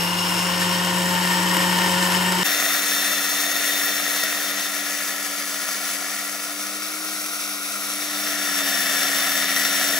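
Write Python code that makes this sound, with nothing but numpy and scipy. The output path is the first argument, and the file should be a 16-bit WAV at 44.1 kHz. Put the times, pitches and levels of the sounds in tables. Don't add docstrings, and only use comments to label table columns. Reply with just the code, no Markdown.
import sys
import numpy as np
from scipy import signal
from scipy.fft import rfft, irfft, next_fast_len
from scipy.io import wavfile
from scipy.ndimage import uniform_filter1d, map_coordinates

SR = 44100
rng = np.random.default_rng(int(sys.argv[2]) if len(sys.argv) > 2 else 0)


def to_wav(s):
    ch = np.atleast_2d(s).T
    pcm = np.round(np.clip(ch, -1, 1) * 32767)
    wavfile.write(sys.argv[1], SR, pcm.astype(np.int16))


def volts(x):
    e = np.asarray(x, float) / 20
    return 10 ** e


N = 440554
T = np.arange(N) / SR
CUT_S = 2.4333
TAPS = 8192


def curves(table):
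    s, *columns = np.transpose(table)
    return [np.interp(T, s, c) for c in columns]


def at_places(place, table):
    return [np.interp(place, range(len(c)), c) for c in np.transpose(table)]


def unit(x):
    return x / np.sqrt(np.mean(x ** 2))


def walk(rate):
    k = max(int(SR / rate), 2)
    held = np.repeat(rng.standard_normal(size=1000)[:N // k + 1], k)
    return unit(uniform_filter1d(uniform_filter1d(held, k), k)[:N])


def shaft_speed(slow):
    # t/s, shaft f/Hz
    low_speed = [
        (0.0, 173.7),
        (0.11, 177.3),
        (1.47, 179.9),
        (2.43, 181.4),
    ]
    # t/s, shaft f/Hz
    high_speed = [(2.46, 294), (2.9, 290.3), (4.25, 292), (5.8, 286.5), (6.45, 292.5), (7.02, 311),
                  (7.3, 300), (7.7, 292), (8.08, 298), (8.4, 293), (8.7, 280), (9.3, 282), (9.55, 278.5),
                  (9.99, 282)]
    wander_hz = 1.0
    return np.where(slow, *curves(low_speed), *curves(high_speed)) + ~slow * wander_hz * walk(4)


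def motor(turn, slow, place, shaft_db, buzz_db, ripple_db):
    # multiple of the shaft rate, level/dB under the shaft line
    even_orders = [
        (2, -21.5),
        (4, -19.5),
        (6, -21),
        (8, -17.5),
        (12, -27),
    ]
    # third multiple level/dB, fifth multiple level/dB
    odd_orders = [
        (-40, -42),
        (-38, -35),
    ]
    mains_hz, pan_db, lead_rad = 50.05, 3.5, -0.21
    side = np.array([[1], [-1]])
    field = 2 * np.pi * 2 * mains_hz * T
    spin = turn + 0.15 * walk(25) - side * lead_rad / 2
    ripple = sum(volts(ripple_db + db) * np.sin(spin + k * field) for k, db in ((-1, 0), (1, -7)))
    shaft = volts(shaft_db + np.where(slow, 0.45, 1.1) * walk(16)) * (np.sin(spin) + ripple)
    third_db, fifth_db = at_places(place, odd_orders)
    orders = [(3, third_db), (5, fifth_db)] + [(k, shaft_db + db) for k, db in even_orders]
    upper = 0
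    for k, db in orders:
        level = volts(db + 1.1 * np.sqrt(k) * walk(14))
        upper = upper + level * np.sin(k * turn + 0.15 * k * walk(18))
    buzz = volts(buzz_db + 1.1 * walk(10)) * np.sin(np.where(slow, 1, 2) * field)
    return np.sqrt(2) * (shaft + slow * upper + buzz) * volts(side * pan_db / 2)


def knocks(level_db):
    # t/s, peak level/dB
    hard_seeds = [(0.4674, -16), (1.059, -14), (1.5689, -8.5), (2.3224, -11), (2.601, -13), (2.8907, -17),
                  (3.2411, -14), (3.5144, -15), (4.2352, -12), (4.3464, -22), (5.5434, -23), (5.576, -26),
                  (5.6885, -18), (6.3493, -22), (7.2644, -20), (8.4523, -18), (9.0298, -11), (9.5597, -13),
                  (9.648, -10)]
    out = np.zeros(N)
    tail = np.arange(900) / SR
    decay = np.exp(-tail / 0.0018) + 0.5 * np.exp(-tail / 0.0097)
    for s, db in hard_seeds:
        i = int(s * SR)
        burst = rng.standard_normal(len(tail)) * decay
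        out[i:i + len(tail)] += volts(db - level_db[i] - 7.0) * burst[:N - i]
    return out


def seeds(turn, slow, count):
    size = next_fast_len(N + 4096)
    f = np.arange(size // 2 + 1) * SR / size
    surge = 0.33 * walk(14) + 0.65 * walk(45)
    sizes = rng.exponential(size=(count, N // 8 + 1)).clip(0, 6)
    sizes = volts(1.99 * np.repeat(sizes, 8, axis=1)[:, :N])
    hits = rfft(unit(rng.standard_normal((count, N)) * sizes), size)
    once, twice = 0.093, np.where(slow, 0.15, 0.06)
    out = 0
    for hz in 250 * 2.0 ** np.arange(7):
        distance = np.log2(np.clip(f, 250, 16000) / hz)
        octave = np.cos(np.pi / 2 * np.clip(distance, -1, 1)) ** 2
        treble = np.clip(np.log2(hz / 700) / 4, 0, 1)
        blade = 1 + treble * (once * np.cos(turn) + twice * np.cos(2 * turn))
        flicker = 0.24 * walk(5.4) + 0.46 * walk(22)
        load = volts(np.sqrt(treble + 0.067) * surge + flicker) * blade
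        out = out + load * irfft(hits * octave, size)[:, :N]
    return out


def jar_ring(air, jar):
    f = np.arange(TAPS // 2 + 1) * SR / TAPS
    air_hz, air_db = np.transpose(air)
    db = np.interp(np.log(f + 1), np.log(air_hz), air_db)
    db = db + sum(lift / (1 + (2 * (f - hz) / width) ** 2) for hz, width, lift in jar)
    cepstrum = irfft(np.log(volts(db)))
    cepstrum[1:TAPS // 2] *= 2
    cepstrum[TAPS // 2 + 1:] = 0
    return irfft(np.exp(rfft(cepstrum)))


def kitchen_bounces():
    decay = np.exp(-np.arange(TAPS) / SR / 0.011)
    bounces = volts(-35.5) * np.diff(rng.standard_normal(TAPS + 1)) * decay
    bounces[0] = 1
    return bounces


def heard(streams, air, jar, ports):
    size = next_fast_len(streams.shape[1] + TAPS)
    f = np.arange(size // 2 + 1) * SR / size
    ring = rfft(jar_ring(air, jar), size) * rfft(kitchen_bounces(), size)
    middle = (f > 600) & (f < 9000)
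    ring /= np.sqrt(np.sum(np.abs(ring[middle]) ** 2) / len(f))
    direct, *spread = rfft(streams, size)
    port_hz, *columns = np.transpose(ports)
    like, lead, pan_db = (np.interp(f, port_hz, c) for c in columns)
    like = np.clip(like, 0, 1)
    pair = []
    for side, own in zip((1, -1), spread):
        shared = np.sqrt(like) * np.exp(-0.5j * side * lead) * direct
        pair.append(volts(side * pan_db / 2) * (shared + np.sqrt(1 - like) * own))
    return irfft(ring * np.array(pair), size)[:, :streams.shape[1]]


def phone_places():
    # f/Hz, level/dB
    slow_air = [(30, -42), (70, -23.5), (130, -16.5), (250, -19.5), (650, -14), (1250, -13), (2500, -12.5),
                (4000, -15), (6500, -19), (8500, -16.5), (11500, -20.5), (12500, -23), (15500, -26)]
    fast_air = [(30, -57), (80, -40), (130, -32.5), (180, -21), (450, -17.5), (900, -18), (1550, -11),
                (2600, -11), (4500, -10), (7600, -15.5), (10000, -12.5), (13000, -16), (15600, -15.5)]
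    # f/Hz, width/Hz, lift/dB at places 0, 1
    slow_jar = [(337, 94, 12.5, 14.3), (944, 126, 8, 13), (1067, 120, 8.5, 5.7), (1430, 210, 6.5, 5.8),
                (1824, 120, 2, 13.5), (2100, 72, 3, 1.3333), (2833, 220, 13, 6.3), (3070, 160, 1, 8.8),
                (5220, 156, 12.5, 10.8), (5440, 150, 8, 4.3), (7740, 250, -1, 5.3), (9740, 300, 7, 2.8),
                (11100, 1100, 3.5, 4.8)]
    # f/Hz, width/Hz, lift/dB (negative: dip) at places 2, 3, 4, 5
    fast_resonances = [(706, 330, 12.5, 12.5, 11, 14), (844, 120, -9, -9.5, -8.5, -9),
                       (1364, 310, 8.5, 12, 12, 9.5), (1540, 73, -5, -13, -4.5, -4.5),
                       (1712, 44, 4.5, 8.5, -7, 9), (1890, 252, 12.5, 8.5, 6, 12.5),
                       (2256, 120, 2, 6.5, 4, 4.5), (2683, 120, 7.5, 1.5, 2, 5), (2980, 220, -3, 1, -3, 1.5),
                       (3599, 157, 11.5, 2, 2.5, 10.5), (3900, 92, -11, -6, 8, -4),
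                       (4030, 400, 3, -0.5, -3.5, 0.5),
                       (4930, 120, -10, 6, -1, -1.5), (5550, 260, 9, 5, 8.5, 9.5), (5920, 120, 3, 9.5, 7.5, 6),
                (6520, 530, 9, 8.5, 4.5, 6.5), (7780, 620, -1, 6, 3, 4), (8800, 260, -3, -9, -1, -15),
                (9350, 230, 6.5, 1.5, 2, 4), (10480, 360, -1, 7.5, 5, 6.5), (11050, 680, 1, 5.5, 7, -0.5),
                (12450, 560, 7.5, 4, 1, 6.5), (13500, 400, -9, 1, -5.5, -3), (15400, 760, 7, 2, 3, 5)]
    # f/Hz, likeness/0-1, right leads/rad, left minus right/dB
    slow_ports = [(60, 0.7, 0, 1), (250, 0.99, 0.45, 3.5), (920, 0.82, 0.3, 2.5), (1280, 0.31, 1, 2.5),
                  (1800, 0.7, 1.06, 3), (2620, 0.6, -1, 3.5), (3840, 0.94, 0.9, 2.2), (5200, 0.55, -0.3, 5),
                  (6500, 0.94, 0.5, 1), (8900, 0.88, 0.4, 0.5), (9820, 1, 3, 0), (10490, 1, 3.3, 0),
                  (11700, 1, 6, 0), (12600, 1, 6.6, 0), (13300, 1, 9.2, 0), (14300, 1, 9.6, 0),
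                  (15100, 1, 12.4, 0)]
    near_ports = [(60, 0.9, -0.28, -1), (300, 0.79, 1, 5), (804, 1, -0.55, 0), (1570, 0.87, -0.63, 2.5),
                  (2620, 0.37, 0.98, 4.5), (3400, 0.59, 0.76, 4), (4500, 0.94, 0.43, 2.5),
                  (5500, 0.89, -1.25, 4.5), (6600, 0.48, -0.77, 4), (7100, 0.94, -0.2, 0),
                  (8600, 1, -0.58, 3.5), (10300, 0.3, 0, 6), (11800, 0.94, 0, -1), (14200, 0.98, 0, 0),
                  (15200, 0.69, -0.53, 1)]
    far_ports = [(60, .95, 2, 0), (300, 0.95, 0.3, -3), (800, 0.97, -0.2, 2), (1470, 0.96, -1, 2.5),
                 (1710, 0.76, -3, 4), (2180, 0.85, -0.9, 2), (3030, 0.58, 3.0, -0.5), (3300, 0.58, 3, 2),
                 (3700, 0.3, 0, 1), (4630, 0.64, -0.8, 3.5), (5400, 0.76, -0.5, 3), (7600, 0.85, -1.5, 2.5),
                 (10300, 0.27, 0.9, 5.5), (12300, 0.99, -1, -1.5), (15200, 0.67, 0.5, 4)]
    half_way = near_ports[:6] + far_ports[9:]
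    slow_rings, fast_rings = np.array(slow_jar), np.array(fast_resonances)
    places = [(slow_air, slow_rings[:, [0, 1, k]], slow_ports) for k in (2, 3)]
    for k, ports in zip((2, 3, 4, 5), (near_ports, half_way, far_ports, near_ports)):
        places.append((fast_air, fast_rings[:, [0, 1, k]], ports))
    return places


def grinding(streams, place, hiss_db):
    grind = np.zeros((2, N))
    for k, colour in enumerate(phone_places()):
        share = np.clip(1 - abs(place - k), 0, 1) ** 0.93
        on = np.flatnonzero(abs(place - k) < 1.2)
        span = slice(max(on[0] - TAPS, 0), on[-1] + 1)
        grind[:, span] += share[span] * heard(streams[:, span], *colour)
    sway_ms, sways_per_s = 1.2, 2.5
    sway = np.arange(N) + sway_ms * SR / 1000 * walk(sways_per_s)
    grind = np.array([map_coordinates(port, [sway], order=3, mode="mirror") for port in grind])
    hiss = signal.sosfilt(signal.butter(6, 9000, "high", fs=SR, output="sos"), grind)
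    return grind + hiss * (volts(hiss_db) - 1)


def scene():
    # t/s, level/dB
    grind_level = [(0, -24.7), (.8, -25), (1.55, -22.5), (2.43, -23.5), (2.44, -23), (3.2, -25),
                   (3.8, -24.5), (5, -28.5), (5.5, -30), (5.9, -28.7), (6.3, -31.5), (7.7, -31.3),
                   (8.05, -29), (8.7, -24.5), (9.1, -23.5), (9.45, -25), (9.7, -23.5), (10, -23.5)]
    # t/s, place (0 housing, 1 jar; then 2 over the jar, 3 half way, 4 far, 5 jar wall)
    phone_path = [(0, 0), (.35, .1), (.6, .5), (1.05, 1), (2.43, 1), (2.44, 2), (4.1, 2.1), (5.4, 3),
                  (6.1, 3.1), (7.3, 4), (7.7, 4), (8.15, 4.55), (8.7, 5), (10, 5)]
    # shaft line level/dB, field buzz level/dB, dust hiss lift/dB, ripple level/dB under the shaft
    place_levels = [
        (-29.5, -44.5, 0, -40),
        (-27, -48, 0, -40),
        (-39.5, -50.5, -0.5, -18),
        (-44, -52.5, 1, -17),
        (-44.5, -52, 0, -24),
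        (-36.5, -46.5, -.5, -14),
    ]
    slow = T < CUT_S
    hz = shaft_speed(slow)
    turn = 2 * np.pi * np.cumsum(hz) / SR
    level_db, = curves(grind_level)
    place, = curves(phone_path)
    place = np.where(slow, np.clip(place, 0, 1), np.clip(place, 2, 5))
    shaft_db, buzz_db, hiss_db, ripple_db = at_places(place, place_levels)
    unbalance_db_per_hz, cruise_hz = 0.22, 294.8
    shaft_db = shaft_db + ~slow * unbalance_db_per_hz * (hz - cruise_hz)
    hum = motor(turn, slow, place, shaft_db, buzz_db, ripple_db)
    streams = seeds(turn, slow, count=3)
    streams[0] += knocks(level_db)
    grind = volts(level_db + 1.5) * grinding(streams, place, hiss_db)
    fade_in_s = 0.025
    fade = np.where(slow, 1, np.clip(0.051 + (T - CUT_S) / fade_in_s, 0, 1))
    return fade * (grind + hum)


def band_limit(x):
    return signal.sosfilt(signal.butter(12, 17080, fs=SR, output="sos"), x)


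def record(dry):
    top_cut = signal.ellip(16, 0.3, 90, 15720, fs=SR, output="sos")
    return band_limit(signal.sosfilt(top_cut, dry))


dry = scene()
out = record(dry)
to_wav(out)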